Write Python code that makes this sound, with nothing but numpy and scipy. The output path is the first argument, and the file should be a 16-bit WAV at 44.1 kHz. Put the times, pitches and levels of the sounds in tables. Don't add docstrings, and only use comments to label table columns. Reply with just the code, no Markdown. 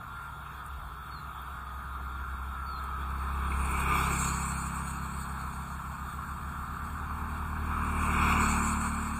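import sys
import numpy as np
from scipy import signal
from scipy.fft import rfft, irfft, next_fast_len
from scipy.io import wavfile
from scipy.ndimage import uniform_filter1d

SR = 44100
rng = np.random.default_rng(int(sys.argv[2]) if len(sys.argv) > 2 else 0)


def master(y):
    cut = np.clip(np.atleast_2d(y).T, -1, 1)
    pcm = np.round(cut * 32767)
    wavfile.write(sys.argv[1], SR, pcm.astype(np.int16))


def rack_gain(trim_db):
    fader = np.asarray(trim_db, float)
    return 10 ** (fader / 20)


N = 405279
T = np.arange(N) / SR
HOP = 256
FRAMES = np.arange(N // HOP + 5) * HOP / SR
BINS = np.fft.rfftfreq(4 * HOP, 1 / SR)

# (abreast [s], gap [m], closing speed [m/s])
PASSES = [
    (3.92, 1.2, 6.0),
    (8.25, 1.2, 6.0),
]
# (time [s], level [dB])
FIRST_THROTTLE = [(0, -49.5), (1, -49), (1.8, -43.5), (2.4, -39), (2.8, -41.5), (3.1, -35.5), (3.6, -31),
                  (4.15, -34), (4.5, -38.5), (5.8, -45), (6.6, -46), (7.2, -46.5), (9.19, -59)]
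SECOND_THROTTLE = [(1, -60), (3, -60), (4.5, -56), (5, -52), (5.8, -49), (6.5, -42.5), (6.7, -43.5),
                   (7.2, -39.5), (7.5, -37.5), (7.7, -34.5), (8.2, -32), (8.5, -34), (8.9, -38.5),
                   (9.19, -39.5)]
# (time [s], rate [Hz])
FIRST_RATE = [(0, 33.05), (.9, 33), (1.9, 32.8), (2.4, 32.7), (2.9, 33.3), (3.4, 33.85), (3.9, 33.75),
              (4.4, 33.4), (4.9, 33.57), (5.4, 33.43), (5.9, 33.52), (6.9, 33.1), (7.9, 32.7), (9.19, 32.6)]
SECOND_RATE = [(1, 38.7), (2.5, 38.27), (3, 37.7), (3.5, 38.5), (4.5, 37.96), (5, 37.36), (5.8, 36.85),
               (6.2, 36.94), (6.5, 36.68), (6.9, 38.02), (7.7, 38.21), (8.05, 37.66), (8.5, 36.81),
               (9.19, 37.04)]
# (level [dB], trails by [s], distance power, gain from behind [dB])
FIRST_PIPE = [(-10.5, 0.024, 0.45, 0.5), (-11.5, -0.13, .01, 7), (-12, 0.18, 0.17, 5.5)]
SECOND_PIPE = [(-3.5, 0.01, 0.24, 0.5), (-10.5, -0.16, 0.04, 3.6), (-4.5, 0.032, 0.17, 4.1)]
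# (order, level [dB])
FIRST_OTHERS = [(3, -13.5), (5, 1.5), (7, -4.5), (8, -11.5), (9, -18.5), (10, -22)]
SECOND_OTHERS = [(3, -7), (5, -0.5), (7, -7.5), (8, -21), (9, -21.5), (10, -22)]
# (first [dB], second [dB], trails by [s], distance power, gain from behind [dB])
BODY_LAW = (-43, -44, 0.1, 1.2, -2.9)
ROAR_LAW = (-28, -25, 0.05, 0.76, 0.76)
RATTLE_LAW = (-36, -34, -0.04, 1.46, 3.5)
BELT_LAW = (-47, -48.5, 0.07, 1.5, 0.74)
PULLEY_LAW = (-48.5, -50.5, 0.14, 1.03, 6)
CHAIN_LAW = (-47.5, -45.5, 0.03, 2.5, 3)
HISS_LAW = (-40, -41, 0.19, 1.36, 8)
FINS_LAW = (-47.5, -48.5, -0.28, 2, 11)
TOP_LAW = (-54, -58.5, -0.2, 0.98, 9.5)
# (frequency [Hz], power density [dB])
BODY = [(60, -4), (200, -11.5), (400, 10.5), (600, -7.5), (900, -28), (1500, -70)]
ROAR = [(400, -11.5), (700, -8.5), (1150, 4), (1400, 0.5), (1800, -13), (2300, -18.5), (3500, -40),
        (5000, -36)]
RATTLE = [(1500, -48.5), (2000, -5), (2300, 6.5), (2650, 0.8), (3300, -16), (4400, -23.5), (5600, -32),
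          (7000, -38.5), (16000, -67)]
BELT = [(2600, -24.5), (3300, 1.5), (3700, -3), (4400, 2), (4800, -7), (5600, -16), (6200, -23),
        (8000, -50)]
SIZZLE = [(5000, -20.5), (5600, -9.5), (6600, -1.5), (9500, 0), (11000, -8), (16000, -8)]
TOP = [(8000, -50), (10000, -17.5), (12300, -12), (13300, 14.5), (14100, 18), (15000, -10), (16000, -18)]
# (from behind [Hz], higher in front by [Hz], deepest dip [s], dip [Hz], dip half length
# [s])
HISS_PEAK = [(8160, 820, 4.3, 600, 0.21), (8150, 840, 8.4, 700, 0.39)]
# (time [s], frequency [Hz], level [dB], half length [s])
RINGS = [
    (3.756, 1233, -36, 0.034),
    (3.93, 1213, -31.5, 0.055),
    (4.193, 1312, -44, 0.11),
    (7.5, 1098, -49, 0.069),
    (8.3, 1106, -36.5, 0.076),
]
# (time [s], firing rate [Hz], exhaust [dB], gear whine [dB])
RIDDEN = [(0, 36.6, -54.5, -60), (.7, 36.55, -59, -57), (1.4, 36.75, -58, -57.5),
          (2.5, 36.13, -57.5, -56.5), (3.5, 34.57, -66, -55), (4.2, 34.98, -63, -62),
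          (4.8, 36.08, -62, -59), (5.8, 36.09, -65, -60), (6.5, 35.65, -71, -61), (7.5, 36.36, -66, -62.5),
          (8.5, 34.8, -64, -58.5), (9.19, 34.7, -62, -61.5)]
# (firing order, level [dB])
RIDDEN_ORDERS = [(1, -18), (2, -2), (3, -3), (4, -0.5), (5, -11), (6, -14.5)]
# (firing order, level [dB])
MESH = [(34, 5), (36, 4), (38, 6)]
# (frequency [Hz], power per Hz [dB])
STREET = [(30, -83.5), (150, -72), (300, -84.5), (800, -75), (1350, -68), (1700, -77.5), (2400, -86.5),
          (3500, -88.5), (4500, -91.5), (5600, -102), (7000, -100), (10500, -97.5), (12300, -104),
          (14000, -92.5), (15500, -101)]
# (time [s], level [dB], half length [s])
GUSTS = [
    (0.01, -54.5, 0.34),
    (0.81, -47, 0.13),
    (1.1, -57.5, 0.27),
    (2.613, -57, 0.99),
    (3.55, -48, 0.11),
    (4.1, -53, .3),
    (8.1, -50.5, .35),
    (8.6, -53, .3),
]
# (start [s], length [s], level [dB], top frequency [Hz])
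CHIRPS = [
    (1.105, .124, -53, 4390),
    (2.655, .149, -53.5, 4495),
]
# (time [s], peak [dB], lowest [Hz], highest [Hz])
TICKS = [
    (.663, -35.5, 7550, 13560),
    (1.419, -39, 12630, 15700),
    (2.84, -42, 7000, 14100),
    (3.105, -45, 6950, 12000),
    (3.517, -27, 2150, 2510),
    (3.71, -36.5, 12600, 15900),
    (3.99, -36.5, 12200, 13210),
    (4.19, -35.5, 13000, 15720),
    (7.66, -45, 6500, 8450),
    (8.325, -23, 2090, 2930),
]
HUM_HZ = [47.5, 94.5]
HUM_DB = [-63.5, -68.5]
NOTCH_HZ = [554, 1992, 2998, 4005, 4996, 5965]
# (width [Hz], depth [dB])
NOTCHES = [(329.2, -16), (327, -31.5), (350.7, -30), (400.3, -32), (912, -27.5), (798.4, -27.5)]
# (frequency [Hz], step [dB])
COARSE = [(1500, -60), (2000, -20), (3000, -1), (4500, 5.5), (6000, 9), (8000, 8.5), (11000, 11.5),
          (13000, 8.5), (15000, 8)]


def evened(x):
    return x / np.sqrt(np.mean(x ** 2) + 1e-20)


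def columns(rows, t):
    s, *values = np.transpose(rows)
    return [np.interp(t, s, v) for v in values]


def colour(points, lo_hz=None, hi_hz=None):
    f, db = np.transpose(points)
    power = rack_gain(np.interp(np.log(BINS + 1), np.log(f + 1), db)) ** 2
    if lo_hz is None:
        return power[:, None] * BINS[1]
    return power[:, None] / power[(BINS > lo_hz) & (BINS < hi_hz)].sum()


def bump(centre_hz, width_hz):
    return np.exp(-((BINS[:, None] - centre_hz) / width_hz) ** 2)


def drift(rate_hz):
    rates = np.geomspace(rate_hz / 20, rate_hz, num=16)
    return evened(sum(np.sin(2 * np.pi * (f * FRAMES + rng.random())) / np.sqrt(f) for f in rates))


def noise(power, patchy_db, flicker_db):
    a, b, patches = rng.standard_normal((len(FRAMES), len(BINS), 3)).T
    patches = uniform_filter1d(patches, size=14, axis=1)
    patches = evened(uniform_filter1d(patches, size=10, axis=0))
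    flicker = evened(uniform_filter1d(rng.standard_normal(len(FRAMES)), size=9))
    z = (a + 1j * b) * np.sqrt(power / 3) * rack_gain(patchy_db * patches + flicker_db * flicker)
    return signal.istft(z, nperseg=4 * HOP, noverlap=3 * HOP)[1][:N]


def count_turns(hz, wander_hz):
    return np.cumsum(np.interp(T, FRAMES, hz + wander_hz * drift(6))) / SR


def orders(turns, levels, wobble_db):
    out = np.zeros(N)
    for k, db in levels:
        strength = np.sqrt(2) * rack_gain(db + wobble_db * drift(5.4))
        out += np.interp(T, FRAMES, strength) * np.cos(2 * np.pi * (k * turns + rng.random()))
    return out


def heard(which, db, trail_s, power, behind_db):
    abreast_s, gap_m, speed = PASSES[which]
    ahead_m = speed * (FRAMES - abreast_s - trail_s)
    far_m = np.hypot(ahead_m, gap_m)
    return db + power * 20 * np.log10(gap_m / far_m) + behind_db * ahead_m / far_m


def both(law):
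    return [rack_gain(heard(which, law[which], *law[2:])) ** 2 for which in range(len(PASSES))]


def engine(which, rate, throttle, pipe, others):
    two = columns(throttle, FRAMES)[0]
    one, four, six = (two + heard(which, *law) for law in pipe)
    turns = count_turns(columns(rate, FRAMES)[0], .04)
    near = {3: (two + four) / 2, 5: (four + six) / 2}
    levels = [(1, one), (2, two), (4, four), (6, six)]
    levels += [(k, near.get(k, six) + db) for k, db in others]
    fade_in = np.clip((T - throttle[0][0] + .2) / .4, 0, 1)
    return orders(turns, levels, wobble_db=.7) * fade_in, turns


def passing(turns):
    body = sum(both(BODY_LAW)) * colour(BODY, 280, 470) * rack_gain(10.0)
    roar = sum(both(ROAR_LAW)) * colour(ROAR, 750, 2000) * rack_gain(5.5)
    rattle = sum(both(RATTLE_LAW)) * colour(RATTLE, 2340, 2485) * rack_gain(0.72)
    pulse = 1 + 0.04 * np.cos(2 * np.pi * turns) + 0.093 * np.cos(4 * np.pi * turns)
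    return noise(body + roar + rattle, patchy_db=0.68, flicker_db=.5) * pulse


def road_echo(which):
    abreast_s, gap_m, speed = PASSES[which]
    part_high_m, microphone_high_m = .3, 1.1
    far_m = np.hypot(speed * (FRAMES - abreast_s), gap_m)
    bounced_m = np.hypot(far_m, microphone_high_m + part_high_m)
    direct_m = np.hypot(far_m, microphone_high_m - part_high_m)
    late_s = (bounced_m - direct_m) / 343
    share = .35 * np.sqrt(gap_m / far_m)
    return 1 + 2 * share / (1 + share ** 2) * np.cos(2 * np.pi * BINS[:, None] * late_s)


def hiss_peak(which, bearing):
    rear_hz, front_hz, dip_s, dip_hz, half_s = HISS_PEAK[which]
    hz = BINS[:, None]
    dip = dip_hz * np.exp(-((FRAMES - dip_s) / half_s) ** 2)
    centre = rear_hz + front_hz * (1 - bearing) / 2 - dip
    bell = 1 / (1 + ((hz - centre) / 1100) ** 2) ** 2.1 + 0.12 * (hz < centre) + 0.0059
    bell = bell * colour(SIZZLE, 6500, 10500)
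    bell *= 1 - 0.5 * bump(centre + 1600, 170)
    return bell / bell[(BINS > 6500) & (BINS < 10500)].sum(0)


def hiss(turns):
    top, belt, pulley, chain = both(TOP_LAW), both(BELT_LAW), both(PULLEY_LAW), both(CHAIN_LAW)
    pipe, fins = both(HISS_LAW), both(FINS_LAW)
    power = 0
    for which in range(len(PASSES)):
        bearing = heard(which, 0, 0, 0, 1)
        belt_or_pulley = np.where(BINS[:, None] < 4000, belt[which], pulley[which])
        own = colour(TOP, 12800, 15200) * top[which] * rack_gain(6.0)
        own = own + colour(BELT, 2900, 5200) * belt_or_pulley * rack_gain(16.0)
        own = own + hiss_peak(which, bearing) * (pipe[which] + fins[which]) * rack_gain(8.5)
        links = bump(5573 - 301 * bearing, 290)
        own = own + links / links.sum(0) * chain[which]
        power = power + own * road_echo(which)
    puffs = 1 + 0.14 * np.cos(2 * np.pi * turns) + .08 * np.cos(6 * np.pi * turns)
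    return noise(power, patchy_db=2.0, flicker_db=1.67) * puffs


def rings():
    out = np.zeros(N)
    for s, hz, db, half_s in RINGS:
        swell = np.exp(-((T - s) / half_s) ** 2)
        out += np.sqrt(2) * rack_gain(db) * swell * np.sin(2 * np.pi * hz * T)
    return out


def ridden():
    hz, exhaust_db, whine_db = columns(RIDDEN, FRAMES)
    turns = count_turns(hz, .06)
    exhaust = orders(turns, [(k, exhaust_db + db) for k, db in RIDDEN_ORDERS], wobble_db=2.3)
    whine = orders(turns, [(k, whine_db + db) for k, db in MESH], wobble_db=3.5)
    throb = 1 + 0.05 * np.cos(4 * np.pi * turns) + 0.036 * np.cos(2 * np.pi * turns)
    fan = bump(3500, 300)
    power = colour(STREET) + fan / fan.sum() * rack_gain(whine_db + 0.5) ** 2
    return noise(power, patchy_db=2.5, flicker_db=0.53) * throb + exhaust + whine


def bird():
    out = np.zeros(N)
    fall_hz, swell_db, rise_s, fade_s = 350, 2.5, 0.013, .02
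    for s, length, db, top_hz in CHIRPS:
        u = np.clip((T - s) / length, 0, 1)
        inside = np.clip(np.minimum((T - s) / rise_s, (s + length - T) / fade_s), 0, 1)
        hz = top_hz - fall_hz * np.sin(2.2 * (u - .17)) ** 2
        tone = np.sin(2 * np.pi * np.cumsum(hz) / SR)
        out += np.sqrt(2) * rack_gain(db + swell_db * u) * inside * tone
    return out + 0.11 * np.roll(out, round(0.065 * SR)) + .15 * np.roll(out, round(.07 * SR))


def ticks():
    out, t = np.zeros(N), np.arange(512) / SR
    snaps = rng.standard_normal((len(TICKS), len(t))) * np.exp(-t / 0.00081)
    for (s, db, lo_hz, hi_hz), snap in zip(TICKS, snaps):
        band = signal.butter(4, [lo_hz, hi_hz], "bandpass", fs=SR, output="sos")
        snap = signal.sosfilt(band, snap)
        out[round(s * SR):][:len(t)] += rack_gain(db) * snap / abs(snap).max()
    return out


def wind():
    band = signal.butter(2, [42, 85], "bandpass", fs=SR, output="sos")
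    rumble = signal.sosfilt(band, rng.standard_normal(N))
    push = rack_gain(-63)
    push = push + sum(rack_gain(db) * np.exp(-((FRAMES - s) / half_s) ** 2) for s, db, half_s in GUSTS)
    return evened(rumble) * np.interp(T, FRAMES, push * rack_gain(0.5 + 1.4 * drift(25)))


def insect():
    gaps, sizes = rng.random((200, 2)).T
    pips_per_s, pip_hz, half_s = 10.5, 11630, .006
    train = np.zeros(N)
    at = (np.cumsum(.5 + gaps) / pips_per_s * SR).astype(int)
    train[at[at < N]] = rack_gain(-63.5 - 10 * sizes[at < N])
    t = np.arange(-1000, 1000) / SR
    pip = np.exp(-(t / half_s) ** 2) * np.sin(2 * np.pi * pip_hz * t)
    return signal.oaconvolve(train, pip, "same")


def trill():
    fuzz = evened(uniform_filter1d(rng.standard_normal(N), size=200))
    buzz = 1 + .5 * np.cos(2 * np.pi * 64 * T) + 0.57 * fuzz
    return orders(14641 * T, [(1, -75.5)], wobble_db=1.2) * buzz


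def hum():
    return sum(orders(hz * T, [(1, db)], wobble_db=3.5) for hz, db in zip(HUM_HZ, HUM_DB))


def scene():
    a, first = engine(0, FIRST_RATE, FIRST_THROTTLE, FIRST_PIPE, FIRST_OTHERS)
    b, second = engine(1, SECOND_RATE, SECOND_THROTTLE, SECOND_PIPE, SECOND_OTHERS)
    nearer = np.where(T < 6.5, first, second)
    mid = a + b + passing(nearer) + hiss(nearer) + rings() + ridden()
    mid = mid + bird() + ticks() + wind() + insect() + trill() + hum()
    treble = signal.butter(6, 2300, "highpass", fs=SR, output="sos")
    side = rack_gain(-42.5) * signal.sosfilt(treble, np.roll(mid, 300))
    return np.array([mid + side, mid - side])


def notched(x):
    size = next_fast_len(N + SR)
    hz = np.fft.rfftfreq(size, 1 / SR) + 1e-3
    gain = np.ones(len(hz), complex)
    for centre, (width, db) in zip(NOTCH_HZ, NOTCHES):
        off = 1j * (hz - centre ** 2 / hz) / width
        gain *= (rack_gain(db) + off) / (1 + off)
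    return irfft(rfft(x, size) * gain, size)[:, :N]


def coarse(x):
    half, last = 1280, 900
    n, k = np.arange(2 * half)[:, None] + .5, np.arange(last) + .5
    window = np.sin(np.pi * n / 2 / half) * np.sqrt(2 / half)
    basis = window * np.cos(np.pi / half * (n + half / 2) * k)
    count = N // half + 2
    blocks = np.pad(x, ((0, 0), (half, count * half - N))).reshape(2, count + 1, half)
    lines = np.concatenate([blocks[:, :-1], blocks[:, 1:]], axis=2) @ basis
    nearby = uniform_filter1d((lines ** 2).mean(0), size=90, axis=1)
    nearby = uniform_filter1d(nearby, size=3, axis=0)
    bands = np.repeat(rng.standard_normal((count, last // 9)), 9, axis=1)
    f, db = np.transpose(COARSE)
    step_db = np.interp(np.log(k * SR / 2 / half), np.log(f), db)
    step_db = step_db + 3 * evened(uniform_filter1d(bands, size=3, axis=0))
    step = np.sqrt(abs(nearby) + 1e-18) * rack_gain(step_db)
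    rounded = np.floor((abs(lines) / step) ** .75 + .4054) ** (4 / 3)
    frames = (np.sign(lines) * step * rounded) @ basis.T
    out = np.zeros_like(blocks)
    out[:, :-1] += frames[:, :, :half]
    out[:, 1:] += frames[:, :, half:]
    return out.reshape(2, -1)[:, half:][:, :N]


def low_pass(x):
    return signal.sosfilt(signal.butter(12, 15870, fs=SR, output="sos"), x)


def record(dry):
    mix = coarse(notched(dry)) + rack_gain(-80.5) * rng.standard_normal(N)
    return low_pass(mix)


dry = scene()
out = record(dry)
master(out)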